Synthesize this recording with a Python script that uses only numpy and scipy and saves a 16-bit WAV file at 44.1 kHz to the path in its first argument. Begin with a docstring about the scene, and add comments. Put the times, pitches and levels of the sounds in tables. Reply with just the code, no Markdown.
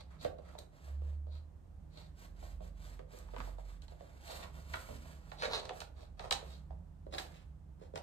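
"""Slippers on a laminate floor

Socked feet work their way into soft slippers on a laminate floor, then shuffle off across the boards.
Cloth and scuffs are shaped noise; pats, cracks and slaps are short pulses that the boards carry to two
microphones, treble first. The small room rings briefly with decaying noise.
A low drone of swept tones, like an engine outdoors, and a rumble of noise come through the walls."""
import sys
import numpy as np
from scipy import signal
from scipy.fft import rfft, irfft, next_fast_len
from scipy.io import wavfile

SR = 44100
rng = np.random.default_rng(int(sys.argv[2]) if len(sys.argv) > 2 else 0)


def digitize_waveform(pressure):
    """Quantize a signal to 16-bit integers and store it at the path in sys.argv[1].

    Rows of a 2-D input are taken as channels; values are limited to [-1, 1].
    """
    field = np.atleast_2d(pressure).T
    bounded = np.clip(field, -1, 1)
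    quanta = np.round(bounded * 32767).astype(np.int16)
    wavfile.write(sys.argv[1], SR, quanta)


N = 353814
TIME = np.arange(N) / SR

# Drone like a distant engine. Each row: time in seconds, pitch in Hz, relative level in dB.
DRONE = [(0, 33.06, -65), (.78, 34, -68), (.9, 35.24, -52.5), (1.08, 36.55, -47.5), (1.42, 37.66, -50),
         (1.52, 39.8, -54.5), (2.05, 45, -55), (2.6, 47.4, -50), (3.0, 47.3, -51), (3.18, 46.9, -55.5),
         (3.42, 45.67, -45), (3.75, 46.23, -50), (4.15, 45, -64.5), (6.3, 45.3, -56), (8.02, 45, -68)]
# Resonances through which the drone enters the room. Each row: pitch in Hz, width in Hz, gain in dB.
WALL_MODES = [(46.3, 11, -0.5), (71.37, 6.5, 10.5)]
# Low notes of the room, stirred by traffic. Each row: pitch in Hz, width in Hz, relative level in dB.
ROOM_MODES = [(45, 1.5, -62), (67.64, 4.7, -54.5), (78.7, 9.6, -60), (152, 5.1, -64.5), (177.9, 9.9, -67)]
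# Strength of the traffic over time. Each row: time in seconds, relative level in dB.
TRAFFIC = [(.2, -52.5), (.75, -64.5), (2.0, -57.5), (2.6, -55.5), (4.15, -60), (4.55, -52.5), (5.9, -59.5),
           (6.7, -51), (7.3, -57), (8.02, -53.5)]
# Tone of the faint room noise. Each row: frequency in Hz, relative level in dB.
AIR_COLOUR = [(50, -21.5), (90, -6), (125, -9), (180, -19), (280, -18), (400, -25), (800, -27.5),
              (1300, -35), (2300, -44.5), (5000, -50), (10000, -49), (15000, -58)]
# Soles dragged over the boards. Each row: fastest moment in seconds, length in seconds,
# relative level in dB, pitch of the hollow body in Hz, grip in dB.
SCUFFS = [(.008, 0.013, -61.5, 600, 2), (0.132, 0.047, -75, 1300, -12), (0.226, 0.035, -65.5, 600, 9.5),
          (0.264, 0.014, -64, 990, -8), (0.48, 0.094, -75, 1200, -8), (0.586, 0.0081, -64, 550, 5.5),
          (1.349, 0.068, -81.5, 600, 12.5), (1.992, 0.082, -70.5, 646, 5.5), (3.412, 0.042, -70, 1650, -2),
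          (4.326, 0.094, -59, 695, -3), (4.431, 0.013, -60, 2440, -6), (4.447, 0.039, -69.5, 974, -23),
          (5.412, 0.045, -57.5, 806, 10), (5.433, 0.017, -47.5, 1410, -12.5),
          (5.452, 0.015, -45.5, 1800, 1), (5.473, 0.054, -58.5, 600, -8), (5.54, 0.041, -44.5, 1050, 5.5),
          (5.583, 0.027, -51.5, 640, 7), (5.653, 0.078, -63, 655, -2.5), (6.007, 0.058, -68, 660, 2.5),
          (6.234, 0.063, -59.5, 870, -8.5), (6.515, 0.066, -73, 600, 10.5),
          (6.724, 0.042, -85.5, 842, -20.5), (7.141, 0.027, -51.5, 740, 5), (7.185, 0.0094, -47, 1650, 8.5),
          (7.367, 0.073, -72, 3013, -2.5), (7.834, 0.048, -70.5, 470, -13), (7.972, 0.027, -55, 685, -5)]
# Tone of the scuffing grit. Each row: frequency in Hz, relative level in dB.
SCUFF_COLOUR = [(120, -38.5), (200, -21.5), (390, -1.5), (580, -3.5), (880, -4.5), (1700, -8), (2400, -9),
                (4000, -14.5), (5500, -16.5), (8800, -18), (13000, -28), (15000, -40.5)]
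# Socks and trousers sliding. Each row: fastest moment in seconds, length in seconds, relative level in dB.
STROKES = [(.135, 0.091, -78.5), (0.236, 0.039, -59.5), (.5, 0.11, -73), (0.608, 0.054, -76),
           (0.76, 0.053, -70.5), (0.879, 0.091, -66.5), (1.075, 0.098, -72.5), (1.353, .053, -73),
           (1.995, 0.098, -69), (2.221, 0.074, -63), (2.453, 0.11, -64), (2.652, 0.049, -66.5),
           (2.868, 0.13, -64), (3.134, 0.059, -65.5), (3.205, 0.068, -68.5), (3.309, 0.076, -73),
           (3.437, 0.12, -63), (3.598, 0.02, -67), (3.692, 0.094, -68), (3.834, 0.028, -70.5),
           (3.91, 0.029, -71), (4.072, 0.22, -71.5), (4.337, 0.16, -56.5), (4.572, 0.05, -62.5),
           (4.718, 0.1, -67.5), (4.798, 0.19, -60.5), (4.936, 0.12, -69), (5.096, 0.11, -64),
           (5.311, 0.14, -68.5), (5.779, 0.081, -60), (6.013, 0.083, -72.5), (6.479, 0.14, -67),
           (7.19, 0.059, -57), (7.277, 0.18, -68.5)]
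# Tone of the cloth's hiss. Each row: frequency in Hz, relative level in dB.
HISS_COLOUR = [(600, -15.5), (1200, 2), (2000, 2), (3500, -3.5), (5700, -7.5), (8300, -5.5), (11500, -14.5),
               (13500, -14), (15000, -28.5)]
# Tone of the low rub on the padded soles. Each row: frequency in Hz, relative level in dB.
RUB_COLOUR = [(100, -24), (220, 0.5), (390, -3), (500, -5.5), (680, -0.5), (1000, -3.5), (1700, -6.5),
              (2600, -16), (5000, -63)]
# Board joints cracking under the weight. Each row: time in seconds, relative level in dB, knock pitch in Hz.
CRACKS = [(2.991, -45.5, 1130), (3.286, -52.5, 1000), (3.342, -48.5, 1300), (3.3626, -37, 984),
          (3.382, -43.5, 1470), (3.4014, -35, 1370), (3.415, -50, 1400), (4.735, -35, 1930),
          (4.738, -30.5, 1350), (4.752, -41, 1400), (4.767, -41, 1400)]
# Slippers slapping and flicking the boards. Each row: time in seconds, relative level in dB,
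# treble tilt in dB per octave.
SLAPS = [(0.2457, -39, -1), (0.3837, -63, 2), (0.5877, -42, 15), (3.187, -46, 16), (3.819, -54, 5),
         (3.88, -52.5, 1.5), (5.315, -37, -5), (5.453, -39.5, -4), (5.652, -42.5, 3.5), (5.691, -31, -3.5),
         (5.802, -37, 6), (5.814, -37, -1), (6.192, -35, -3.5), (6.3069, -22, 2), (6.3106, -30, -1.5),
         (6.321, -22, 3), (6.3237, -28, 5.5), (7.123, -46.5, -1.5), (7.196, -37, 2.5), (7.956, -35, 0)]
# Tone of a hard contact. Each row: frequency in Hz, relative level in dB.
SNAP_COLOUR = [(150, -11.5), (400, 1), (850, 1.5), (1400, 1), (2100, -2.5), (3000, -2), (5500, -11.5),
               (8000, -11.5), (14000, -32)]
# Soft pats of heel and sole. Each row: time in seconds, relative level in dB, pitch of the thud in Hz.
PATS = [(.2475, -29, 560), (.386, -46.5, 570), (.55, -45.5, 670), (.589, -51, 494.6), (.876, -55.5, 600),
        (1.017, -49.5, 472.6), (1.267, -52, 536), (2.426, -49, 650), (2.604, -48, 580), (2.992, -48, 484),
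        (3.133, -51.5, 487), (3.334, -44, 540), (3.472, -47, 720.6), (3.582, -47, 686), (3.918, -53, 618),
        (4.006, -48, 600), (4.887, -49, 563), (4.907, -48, 485), (5.474, -44, 557), (5.653, -51, 630),
        (5.707, -39, 656), (6.24, -45, 850), (6.323, -35, 900), (6.424, -48, 460), (6.705, -47.5, 703),
        (7.065, -44.5, 480), (7.134, -42, 493), (7.151, -43, 480.4), (7.813, -48, 474), (7.936, -42.5, 502),
        (7.959, -39.5, 603)]
# Tone of a pat. Each row: multiple of the thud pitch, relative level in dB.
PAT_COLOUR = [(.16, -29.5), (.32, -14), (.6, -8.5), (.88, -0.5), (1.15, -0.5), (1.7, -16), (2.5, -23.5),
              (4.4, -60), (14, -54.5)]
# The floor takes the body's weight. Each row: heaviest moment in seconds, length in seconds,
# relative level in dB.
LOADS = [(0.256, 0.031, -49), (3.398, 0.027, -47.5), (4.937, 0.15, -56.5), (5.5, 0.19, -55.5),
         (6.23, 0.075, -58.5), (6.356, 0.049, -61), (7.975, 0.033, -60)]
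# Tone of the loaded floor. Each row: frequency in Hz, relative level in dB.
LOAD_COLOUR = [(40, -13), (75, 3), (115, 3), (190, -4.5), (280, -3), (500, -43)]
# Where the feet are. Each row: time in seconds, travel time through the boards at 1 kHz in seconds,
# lead of the left microphone in seconds, extra ring of the boards in dB.
FEET = [(3.4, .002, 0.00086, 0.5), (4.7, .0045, 0.0012, 8), (5.7, 0.0044, 0, -4),
        (6.352, .0054, 0.0019, 1.5), (7.0, 0.0031, 0.00054, -6)]
# Resonances of the floor. Each row: pitch in Hz, width in Hz, gain in dB.
BOARDS = [(523, 120, -4.5), (618, 160, -8.5), (4370, 1700, -3.5)]
# How the room dies away. Each row: frequency in Hz, time to fall by 60 dB in seconds, relative level in dB.
ROOM_DECAY = [(150, 0.51, -0.5), (600, 0.43, 2.5), (2030, 0.32, 1.5), (5000, 0.21, 4.5), (14000, 0.25, 3.5)]
# Left minus right sensitivity. Each row: frequency in Hz, difference in dB.
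PORT_BALANCE = [(40, -6.5), (70, -3), (130, -6), (500, -7), (1000, -4), (2000, -2), (4000, -2.5),
                (8000, -0.5)]

PORT_LEAD_S = .00028  # lead of the left microphone for cloth and loads
RING_HZ, RING_WIDTH_HZ = 4030, 530  # the bright ring of the laminate
SWELL_SHARE = 0.45  # part of a slide spent speeding up
RUB_DB, RUB_GROWTH = -24, 0.58  # the rub grows more slowly than the hiss: offset in dB, dB per dB
BODY_DB, BODY_PER_GRIP = 9.5, -0.46  # body of a scuff at no grip (dB), and its change per dB of grip
RASP_DB = 11  # rasp of a scuff at a grip of 0 dB, before the ring of the place
CRACK_TILT_DB, CRACK_RING_DB = -6, -3.5  # treble tilt per octave; ring of the boards
SLAP_KNOCK_HZ, SLAP_RING_DB = 880, 7
# an ordinary pat; its edge and its settling relative to the thud (dB); the wait before it settles (s)
PAT_DB, EDGE_DB, SETTLE_DB, SETTLE_AFTER_S = -45, -16, -5.5, .009
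EDGE_PER_DB, SETTLE_PER_DB = 0.18, -0.22  # louder pats have more edge and settle less (dB per dB)
EDGE_RING_DB, EDGE_HZ_PER_DB = 3.5, 700.5  # the edge rings a little; padding takes 1 dB per 700.5 Hz
TOP_HZ = 14600


def undb(db):
    """Turn decibels into a gain."""
    return 10 ** (np.asarray(db) / 20)


def unit(x):
    """Scale to an average (rms) strength of 1."""
    return x / np.sqrt(np.mean(x ** 2) + 1e-20)


def curves(rows):
    """Join each column of a table by straight lines in time."""
    times, *columns = np.transpose(rows)
    return [np.interp(TIME, times, column) for column in columns]


def freqs(size):
    """Frequencies in the spectrum of this many samples, at least 1 Hz."""
    return np.maximum(np.fft.rfftfreq(size, 1 / SR), 1)


def along(points, hz):
    """Read a table of frequencies and values on a log-frequency axis."""
    f, value = np.transpose(points)
    return np.interp(np.log(hz), np.log(f), value)


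def colour(x, points):
    """Give a sound a tone from a table, with strength 1."""
    return unit(irfft(rfft(x) * undb(along(points, freqs(N))), N))


def resonance(hz, centre, width):
    """Response of one damped vibration, 1 at its centre."""
    return 1 / (1 + 1j * (hz ** 2 - centre ** 2) / (hz * width))


def walk(rate):
    """Smooth random wander with a spread near 1; rate is new values per second."""
    return np.interp(TIME * rate, np.arange(N), rng.standard_normal(N))


def add(track, s, sound):
    """Mix a stereo sound in at a time."""
    i = max(int(s * SR), 0)
    track[:, i:i + sound.shape[1]] += sound[:, :max(N - i, 0)]


def ports(x, lead_s):
    """Two microphones hear a sound a moment apart; a positive lead puts the left one first."""
    late = np.pad(x, (int(round(abs(lead_s) * SR)), 0))[:len(x)]
    return np.array([x, late] if lead_s > 0 else [late, x])


def feet(s):
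    """Travel time, left lead and ring of the boards for where the feet are."""
    times, *columns = np.transpose(FEET)
    return [np.interp(s, times, column) for column in columns]


def stroke(s, length):
    """Speed of one slide: it swells to 1 and fades."""
    speed = np.zeros(N)
    near = slice(*np.searchsorted(TIME, [s - .5, s + .5]))
    t = TIME[near] - s
    share = np.clip(SWELL_SHARE, .1, .9)
    width = length * np.where(t < 0, share, 1 - share)
    speed[near] = np.exp(-.5 * np.minimum(np.abs(t) / width, 10) ** 2)
    return speed


def friction(rate, spread_db, catch_db):
    """Fibres catch and let go: dense slips of uneven size, in uneven bunches."""
    slips = (rng.random(N) < rate / SR) * rng.standard_normal(N)
    size_db = spread_db * np.minimum(rng.exponential(size=N), 5)
    return unit(slips * undb(size_db + catch_db * walk(90)))


def causal(db):
    """Spectrum of the pulse that has these levels and comes as promptly as possible."""
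    cepstrum = irfft(np.log(undb(db)))
    half = len(cepstrum) // 2
    cepstrum[1:half] *= 2
    cepstrum[half + 1:] = 0
    return np.exp(rfft(cepstrum))


def blow(db, travel_s, size=4096):
    """A blow through the floor: bending waves go faster at higher pitch, so treble comes first."""
    delay_phase = 4 * np.pi * travel_s * np.sqrt(1000 * freqs(size))  # speed grows as the root of frequency
    fade = np.hanning(2 * size)[size:]
    pulse = irfft(causal(db) * np.exp(-1j * delay_phase)) * fade
    return pulse / np.sqrt(np.sum(pulse ** 2) / (.002 * SR))  # energy of 2 ms at strength 1


def scatter(pulse, decay_s):
    """Smear a pulse into many small ones that die away."""
    size = len(pulse)
    fade = np.exp(-np.arange(size) / SR / decay_s)
    contacts = unit(rng.standard_normal(size) * fade) / np.sqrt(size)
    return signal.fftconvolve(pulse, contacts)[:size]


def drone():
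    """An engine-like tone changes speed and booms as its two harmonics cross the wall resonances."""
    hz, level_db = curves(DRONE)
    phase = 2 * np.pi * np.cumsum(hz) / SR
    engine = np.zeros(N)
    for k in (1, 2):
        for f, width, db in WALL_MODES:
            engine += undb(db) * np.abs(resonance(k * hz, f, width)) ** 2 * np.sin(k * phase)
    return np.sqrt(2) * engine * undb(level_db + .7 * walk(18))


def traffic(ceiling_db=-50):
    """Traffic stirs the low notes of the room: noise through narrow resonances, rising and falling."""
    modes = np.zeros(N)
    for f, width, db in ROOM_MODES:
        response = resonance(freqs(N), f, 2 * width) ** 2
        modes += undb(db) * unit(irfft(rfft(rng.standard_normal(N)) * response, N))
    swell_db = np.minimum(curves(TRAFFIC)[0], ceiling_db) - ceiling_db
    return modes * undb(0.83 * swell_db + 3.5)


def air():
    """Faint room noise, partly shared by both microphones."""
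    noise = rng.standard_normal((2, N)) + 0.35 * rng.standard_normal(N)
    return colour(noise, AIR_COLOUR) * undb(-63.5 + .6 * walk(1.6))


def scuffs(body_width=0.52, size=16384):
    """A sole slides and stops; more grip gives less hollow body and more bright rasp of the boards."""
    grit = colour(friction(rate=3000, spread_db=1.6, catch_db=2.5), SCUFF_COLOUR)
    hz, out = freqs(size), np.zeros((2, N))
    for s, length, db, body_hz, grip_db in SCUFFS:
        start = max(int((s - 2 * length) * SR), 0)
        slide = (grit * stroke(s, length))[start:start + size]
        _, lead_s, place_db = feet(s)
        body_gain = undb(BODY_DB + BODY_PER_GRIP * grip_db)
        body = body_gain * np.abs(resonance(hz, body_hz, body_width * body_hz))
        rasp = undb(RASP_DB + grip_db + place_db) * np.abs(resonance(hz, RING_HZ, RING_WIDTH_HZ))
        sound = irfft(rfft(slide, size) * np.sqrt(1 + body ** 2 + rasp ** 2))
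        add(out, start / SR, ports(sound * undb(db), lead_s))
    return out


def cloth(grip_hz=10000, grip_db=-62):
    """Socks hiss along the straps and rub the padded soles; firm strokes are brighter."""
    hiss = colour(friction(rate=12000, spread_db=0.5, catch_db=2.5), HISS_COLOUR) * undb(-1.5)
    rub = colour(friction(rate=2500, spread_db=2.5, catch_db=0.4), RUB_COLOUR) * undb(-4.0)
    hiss_gain, rub_gain = np.zeros(N), np.zeros(N)
    for s, length, db in STROKES:
        speed = stroke(s, length)
        hiss_gain += undb(db) * speed
        rub_gain += undb(RUB_DB + RUB_GROWTH * db) * speed
    sheen_filter = signal.butter(2, grip_hz, "highpass", fs=SR, output="sos")
    sheen = signal.sosfiltfilt(sheen_filter, hiss)
    firmness = hiss_gain / (hiss_gain + undb(grip_db))
    return ports(hiss_gain * (hiss + 4.0 * firmness * sheen) + rub_gain * rub, PORT_LEAD_S)


def snap(s, tilt_db, knock_hz, ring_db, knock_db=7, bass_db=3.5, scatter_db=-1, size=4096):
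    """A hard contact knocks and rings the laminate; plank joints scatter it differently to each side."""
    hz = freqs(size)
    travel_s, lead_s, place_db = feet(s)
    ring = np.abs(resonance(hz, RING_HZ, RING_WIDTH_HZ))
    knock = np.abs(resonance(hz, knock_hz, 0.12 * knock_hz))
    treble = tilt_db * np.log2(np.maximum(hz, knock_hz) / 2000)
    bass = bass_db * np.clip(np.log2(hz / knock_hz), -3, 0)
    tone_db = along(SNAP_COLOUR, hz) + treble + bass + knock_db * knock + (ring_db + place_db) * ring
    wave = blow(tone_db, travel_s)
    scattered = np.array([scatter(wave, decay_s=0.0047) for _ in range(2)])
    return ports(wave, lead_s) + undb(scatter_db) * scattered


def snaps(crack_db=-5.0, slap_db=-7.0):
    """Board joints crack dully under the weight; slapping soles ring the laminate brightly."""
    out = np.zeros((2, N))
    for s, db, knock_hz in CRACKS:
        add(out, s, undb(db + crack_db) * snap(s, CRACK_TILT_DB, knock_hz, CRACK_RING_DB))
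    for s, db, tilt_db in SLAPS:
        add(out, s, undb(db + slap_db) * snap(s, tilt_db, SLAP_KNOCK_HZ, SLAP_RING_DB))
    return out


def pats(size=4096):
    """Dull padded pats with a faint edge, after which the sole settles in many small contacts."""
    hz, out = freqs(size), np.zeros((2, N))
    ring_db = EDGE_RING_DB * np.abs(resonance(hz, RING_HZ, RING_WIDTH_HZ))
    edge = blow(along(SNAP_COLOUR, hz) + ring_db - hz / EDGE_HZ_PER_DB, travel_s=0.002)
    for s, db, thud_hz in PATS:
        _, lead_s, place_db = feet(s)
        edge_db = EDGE_DB + EDGE_PER_DB * (db - PAT_DB) + place_db
        settle_db = SETTLE_DB + SETTLE_PER_DB * (db - PAT_DB)
        thud = blow(along(PAT_COLOUR, hz / thud_hz), travel_s=0.0015)
        contact = thud + undb(edge_db) * scatter(edge, decay_s=0.0047)
        settling = scatter(thud, decay_s=0.011)
        add(out, s, undb(db) * ports(contact, lead_s))
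        add(out, s + SETTLE_AFTER_S, undb(db + settle_db) * ports(settling, lead_s))
    return out


def loads():
    """The floor rumbles dully as weight shifts onto a foot."""
    rumble = colour(rng.standard_normal(N), LOAD_COLOUR)
    weight = sum(undb(db) * stroke(s, length) for s, length, db in LOADS)
    return ports(rumble * weight, PORT_LEAD_S)


def reflections(early_db=-6, early_s=0.0049, late_db=-5, soft_hz=5000, size=32768):
    """Near walls answer at once, then the room dies away at a different rate in each pitch range."""
    hz, t = freqs(size), np.arange(size) / SR
    noise = rfft(rng.standard_normal((2, size)))
    tail = 0
    for k, (_, t60, wet_db) in enumerate(ROOM_DECAY):
        # each range fades into its neighbours
        share = along([(row[0], j == k) for j, row in enumerate(ROOM_DECAY)], hz)
        tail = tail + irfft(noise * share) * undb(wet_db - 60 * t / t60)
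    sparse = rng.random((2, size)) < .1
    near = rng.standard_normal((2, size)) * sparse * np.exp(-t / early_s)
    # upholstery dulls the first echoes
    near = irfft(rfft(unit(near * (t > .0015))) / (1 + 1j * hz / soft_hz))
    return (undb(late_db) * unit(tail * (t > .006)) + undb(early_db) * near) / np.sqrt(size)


def room(x, count=10):
    """The boards colour everything; the pattern of echoes changes as the feet move."""
    boards = 1 + sum(undb(db) * resonance(freqs(N), f, width) for f, width, db in BOARDS)
    x = irfft(rfft(x) * boards, N) * undb(-0.5)
    out, hop = x.copy(), N // count
    for centre in np.arange(count + 1) * hop:
        # overlapping pieces, each with fresh echoes
        i = np.arange(max(centre - hop, 0), min(centre + hop, N))
        piece = x[:, i] * np.cos(np.pi / 2 * (i - centre) / hop)
        add(out, i[0] / SR, signal.fftconvolve(piece, reflections(), axes=1))
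    return out


def scene():
    """Feet in the room, over its quiet background."""
    background = drone() + traffic() + air()
    steps = scuffs() + cloth() + snaps() + pats() + loads()
    return background + room(steps)


def record(dry, size=4096):
    """The left microphone is weaker, least so in the treble; a treble band and the very top are cut."""
    padded = next_fast_len(N + size, real=True)
    balance_db = along(PORT_BALANCE, freqs(padded))
    gains = undb(np.array([balance_db, -balance_db]) / 2)
    heard = irfft(rfft(dry, padded) * gains, padded)[:, :N]
    notch = signal.butter(3, [9700, 11300], "bandstop", fs=SR, output="sos")
    top_cut = signal.ellip(8, .2, 70, TOP_HZ, fs=SR, output="sos")
    return signal.sosfilt(top_cut, signal.sosfilt(notch, heard))


dry = scene()
out = record(dry)
digitize_waveform(out)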